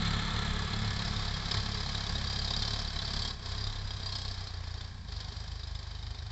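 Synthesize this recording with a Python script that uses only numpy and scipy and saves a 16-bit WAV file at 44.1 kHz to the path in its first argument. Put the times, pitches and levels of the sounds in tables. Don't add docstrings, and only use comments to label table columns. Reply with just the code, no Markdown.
import sys
import numpy as np
from scipy import signal
from scipy.fft import rfft, irfft, next_fast_len
from scipy.io import wavfile
from scipy.ndimage import uniform_filter1d

SR = 44100
rng = np.random.default_rng(int(sys.argv[2]) if len(sys.argv) > 2 else 0)


def attenuation_scalar(level_db):
    decades = np.asarray(level_db, float) / 20
    return 10 ** decades


def digitize_waveform(pressure):
    field = np.atleast_2d(pressure).T
    bounded = np.clip(field, -1, 1)
    quanta = np.round(bounded * 32767).astype(np.int16)
    wavfile.write(sys.argv[1], SR, quanta)


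N = 278271
T = np.arange(N) / SR
SIZE = next_fast_len(N)
HZ = np.fft.rfftfreq(SIZE, 1 / SR)

TURNED_S = 3.3
LEAVES_S = 5.66

# time in seconds, spit in dB, thump in dB.
ODD_FIRINGS = [(.68, -2, -5), (.996, 0, -2), (1.111, -6.5, 5), (1.4, -6.5, -2), (1.43, -5.5, -5),
               (1.518, 7, -3), (1.547, 7, 0), (1.576, 5, 3.5), (2.041, -2, -1), (2.511, 2.5, 1.5),
               (2.626, 4, 1), (2.682, 1.5, -1), (2.738, 1, 2), (2.794, 3.5, 2), (3.024, 1.5, 1),
               (3.168, 0.5, 2.5), (3.673, 4, 2.5), (3.85, -1.5, 3.5), (3.91, 2.5, -1), (4.159, 2.5, -1.5),
               (4.285, -1, 3.5), (4.349, -2.5, -4), (4.478, 3.5, -2.6), (4.679, 3.5, 2), (4.816, 3, -1),
               (5.091, 2, 0.5), (5.211, 4, -6), (5.331, 0.5, -5), (5.758, 2.5, 0.5), (6.153, 2, -7)]
# centre in Hz, width in Hz, change in dB.
ECHO_NOTCHES = [(603, 58, -5.5), (1430, 150, -1), (1980, 170, -1.5), (2810, 94, -10)]
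# time in seconds, effort in dB.
ENGINE_EFFORT = [(0, 2), (.6, 2), (1.0, 0.5), (1.38, -1), (1.55, 0.5), (2.25, 2.5), (2.68, 6.5),
                 (2.93, 1.5), (3.15, 8), (3.6, 4), (3.85, -1), (4.2, 7.5), (4.62, -3), (4.8, 0), (5.16, 4),
                 (5.7, 1), (5.9, 1.5), (6.31, -1)]


def evened(x):
    return x / np.sqrt(np.mean(x ** 2) + 1e-20)


def curve(rows, axis=1):
    columns = np.transpose(rows)
    return np.interp(T, columns[0], columns[axis])


def filtered(x, gain):
    return irfft(rfft(x, SIZE) * gain, SIZE)[..., :N]


def colour(x, points, rings=()):
    f, db = np.transpose(points)
    shape_db = np.interp(np.log(HZ + 1), np.log(f + 1), db)
    for hz, width, ring_db in rings:
        shape_db = shape_db + ring_db / (1 + (2 * (HZ - hz) / width) ** 2)
    return evened(filtered(x, attenuation_scalar(shape_db)))


def resonate(x, hz, width):
    turn = np.exp(2j * np.pi * np.cumsum(hz) / SR)
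    r = np.exp(-2 * np.pi * width / SR)
    smooth = signal.lfilter([1], [1, -2 * r, r * r], x / turn)
    return evened((turn * smooth).real)


def flicker(hz, db):
    knots = rng.standard_normal(4000)
    wander = np.interp(T * 2 * hz, np.arange(len(knots)), knots)
    return attenuation_scalar(db * evened(uniform_filter1d(wander, size=64)))


def span(start, end, fade):
    opening = 1 + np.tanh((T - start) / fade / 2)
    closing = 1 - np.tanh((T - end) / 0.014 / 2)
    return opening * closing / 4


def fuel_cut():
    # start in seconds, end in seconds, fading time in seconds, effort lost in dB.
    cuts = [
        (3.323, 3.442, 0.013, -10.5),
        (4.894, 5.088, 0.027, -10.5),
    ]
    return sum(db * span(start, end, fade) for start, end, fade, db in cuts)


def turned_away():
    return 1 - np.exp(-T / TURNED_S)


def hidden():
    faces_s = 0.85
    return np.exp(-(T / faces_s) ** 4)


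def level(law, extra_db=0):
    near_db, loss_db, effort_share, cut_share = law
    distance_db = near_db + loss_db * np.minimum(T, LEAVES_S)
    engine_db = effort_share * curve(ENGINE_EFFORT) + cut_share * fuel_cut()
    return attenuation_scalar(distance_db + engine_db + extra_db)


def exhaust(turns, rate, luck):
    # frequency in Hz, level nearby in dB, loss in dB per second of driving off.
    pipe = [(25, -53, -2.2), (34, -40, -1.1), (50, -47.5, 0.5), (68.6, -41.5, -0.6), (100, -39.5, -1.6),
            (123, -45, -2), (183, -41, -5.5), (199.3, -46.5, -3.5)]
    # level nearby in dB, loss in dB per second of driving off, share of effort, share of a fuel cut.
    thump_law = (0.11, 0.01, 0.19, 0.77)
    lugging_db = [2.5, -2.5, 3, -3, -6, 0]
    lugging = span(3.5, 4.98, .1)
    f, near_db, loss_db = np.transpose(pipe)
    out = np.zeros(N)
    for order in range(1, 7):
        hz = order * rate
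        centre, width = np.where(hz < 122, [[72], [105]], [[182], [75]])
        lead = uniform_filter1d(-2 * np.arctan((hz - centre) / width), size=4000)
        lead = lead + order * np.log(flicker(9, 0.59))
        level_db = np.interp(hz, f, near_db) + np.interp(hz, f, loss_db) * np.minimum(T, LEAVES_S)
        level_db = level_db + lugging_db[order - 1] * lugging
        strength = np.sqrt(2) * attenuation_scalar(level_db) * flicker(12, 1.6 + .15 * order)
        out -= strength * np.cos(2 * np.pi * order * turns + lead)
    burn_db = .9 * luck[:, 0]
    s, _, thump_db = np.transpose(ODD_FIRINGS)
    odd = np.round(turns[(s * SR).astype(int)]).astype(int)
    burn_db[odd] = thump_db
    return out * level(thump_law) * attenuation_scalar(np.interp(turns, np.arange(len(luck)) + .1, burn_db))


def puffs(turns, rate, luck):
    rise_s, fall_s, spread_db = 0.0017, 0.0089, 1.0
    nearest = np.floor(turns + .5).astype(int)
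    since = (turns - nearest + .2) / rate + .0007 * luck[nearest, 1]
    shape = np.exp(-np.maximum(since, 0) / fall_s) / (1 + np.exp(-since / rise_s * 2))
    size_db = spread_db * luck[:, 2]
    s, spit_db, _ = np.transpose(ODD_FIRINGS)
    size_db[nearest[(s * SR).astype(int)]] = 1.06 * spit_db
    return evened(uniform_filter1d(attenuation_scalar(size_db[nearest]) * shape, size=60))


def jet(flow, turns, luck):
    # frequency in Hz, level in dB per Hz.
    hiss_shape = [(150, -35.5), (250, -11), (452, -12.5), (608, -6), (674, -2), (842, -11.5), (1130, -5.5),
                  (1370, -27.5), (1640, -19.5), (2790, -14), (3140, -9), (4900, 0), (6300, -15.5),
                  (7530, -17.5), (8600, -52), (11200, -89), (18900, -120)]
    # centre in Hz, width in Hz, level in dB.
    stack_rings = [(1053, 48, -20), (1572, 68, -18), (3208, 68, -9), (3576, 130, -8.5), (3866, 95, -4),
                   (4168, 90, -5.5), (4450, 60, -16.5), (4712, 84, -3), (5022, 48, -8), (5427, 180, -13),
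                   (6640, 69, -32.5), (7540, 230, -22.5)]
    # level nearby in dB, loss in dB per second of driving off, share of effort, share of a fuel cut.
    jet_law = (-37, -2.5, 1, 1.05)
    favour_db, hidden_db = 4.5, -16.5
    effort_db = curve(ENGINE_EFFORT) + 2 * fuel_cut()
    leak = np.clip((0.47 - 0.02 * effort_db) * (1 - hidden()), 0, 1)
    away = turned_away()
    gate = np.sqrt(leak + (1 - leak) * flow ** 2)
    hiss = colour(gate * rng.standard_normal(N), hiss_shape, ECHO_NOTCHES)
    nearest = np.floor(turns + .5).astype(int)
    for k, (hz, width, db) in enumerate(stack_rings):
        puff = flow * attenuation_scalar(favour_db * luck[nearest, k + 3])
        drive = np.sqrt(.5 * leak + (1 - leak) * puff ** 2) * rng.standard_normal(N)
        bright_db = 6.5 * (away - .6) * np.clip(hz / 1000 - 4.4, 0, 1)
        pitch = hz * flicker(1.2, 0.12)
        hiss = hiss + attenuation_scalar(db + bright_db) * resonate(drive, pitch, width)
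    return level(jet_law, hidden_db * hidden()) * evened(hiss)


def fizz(flow):
    # frequency in Hz, level in dB per Hz.
    fizz_shape = [(4500, -25.5), (5800, -6.5), (6600, -7.5), (7000, 1.5), (7400, 12.5), (7750, 1),
                  (8100, -7), (8600, -38.5)]
    # level nearby in dB, loss in dB per second of driving off, share of effort, share of a fuel cut.
    fizz_law = (-55.5, -4.5, 0.36, 0.3)
    leak, hidden_db = 0.076, -3
    gate = np.sqrt(leak + flow ** 2) * flicker(60, 0.99)
    spray = colour(gate * rng.standard_normal(N), fizz_shape)
    return level(fizz_law, hidden_db * np.exp(-(T / TURNED_S) ** 2)) * spray


def block(flow):
    # frequency in Hz, level in dB per Hz.
    clatter_shape = [(140, -21), (230, 1.5), (248, -3.5), (336, -10), (415, -4), (607, -9), (706, -4.5),
                     (1220, -6.5), (1550, -6), (1730, -3.5), (2720, -12), (4090, -9.5), (5300, -16.5),
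                     (7500, -23), (8600, -68), (11200, -108), (18900, -120)]
    # Hz when near, Hz when far, width in Hz, dB when near, dB when far.
    casting_rings = [(420.3, 405, 10, -20, -14.5), (714, 754, 170, -36, -4), (1162, 1038, 77, -10.5, -12),
                     (1259, 1200, 20, -12.5, -27.5), (1326, 1300, 34, -6, -27.5),
                     (1731, 1630, 59, -8, -13.5), (2156, 2080, 100, -9.5, -26), (3534, 3200, 330, -2, -19),
                     (4150, 3700, 190, -4, -19.5)]
    # level nearby in dB, loss in dB per second of driving off, share of effort, share of a fuel cut.
    block_law = (-40.5, -2.5, 0.19, 0.5)
    away = turned_away()
    knock = np.clip(0.23 + 0.15 * away, 0, 1)
    gate = np.sqrt(1 - knock + knock * flow ** 2) * flicker(55, 0.95)
    ticks = rng.standard_normal(N) * attenuation_scalar(1.5 * np.minimum(rng.exponential(1, N), 4))
    out = colour(gate * ticks, clatter_shape, ECHO_NOTCHES)
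    for near_hz, far_hz, width, near_db, far_db in casting_rings:
        rattle = gate * flicker(30, 1.5) * rng.standard_normal(N)
        hz = near_hz + away * (far_hz - near_hz)
        ring_db = near_db + away * (far_db - near_db)
        out = out + attenuation_scalar(ring_db) * resonate(rattle, hz, width)
    return level(block_law) * out


def rumble():
    # frequency in Hz, level in dB per Hz.
    rumble_shape = [(10, -6), (22, -1), (60, 0), (110, 0), (170, -5), (225, -12), (300, -24), (500, -45)]
    # middle in seconds, half length in seconds, change in dB.
    gusts = [
        (0.142, 0.044, -1.5),
        (1.05, 0.12, 3.5),
        (1.7, 0.17, -1.5),
        (3.246, .1, 1.5),
    ]
    # level nearby in dB, loss in dB per second of driving off, share of effort, share of a fuel cut.
    rumble_law = (-43.5, -2, 0.32, -0.3)
    gust_db = sum(db * np.exp(-((T - s) / half) ** 2) for s, half, db in gusts)
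    noise = colour(rng.standard_normal(N), rumble_shape)
    return level(rumble_law, gust_db) * flicker(4, 2.) * noise


def scene():
    # time in seconds, engine speed in firings per second.
    engine_speed = [(0.0, 34.97), (0.54, 35.25), (1.56, 34.18), (1.64, 34.6), (2.42, 33.87), (2.76, 35.93),
                    (3.04, 33.98), (3.26, 36.0), (3.42, 31.6), (3.7, 34.56), (3.96, 32.26), (4.42, 31.22),
                    (4.68, 28.87), (4.98, 30.36), (5.12, 24.38), (5.44, 26.18), (5.78, 25.2), (6.31, 25.56)]
    rate = curve(engine_speed)
    turns = .08 + np.cumsum(rate) / SR
    luck = np.clip(rng.standard_normal((300, 16)), -2, 2)
    flow = puffs(turns, rate, luck)
    engine = exhaust(turns, rate, luck) + jet(flow, turns, luck) + fizz(flow) + block(flow)
    return (engine + rumble())[None]


def top_cut(x):
    return signal.sosfilt(signal.butter(12, 8820, fs=SR, output="sos"), x)


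def record(dry):
    top_hz = 8300
    mix = filtered(dry, 1 / np.sqrt(1 + (HZ / top_hz) ** 90))
    return top_cut(mix)


dry = scene()
out = record(dry)
digitize_waveform(out)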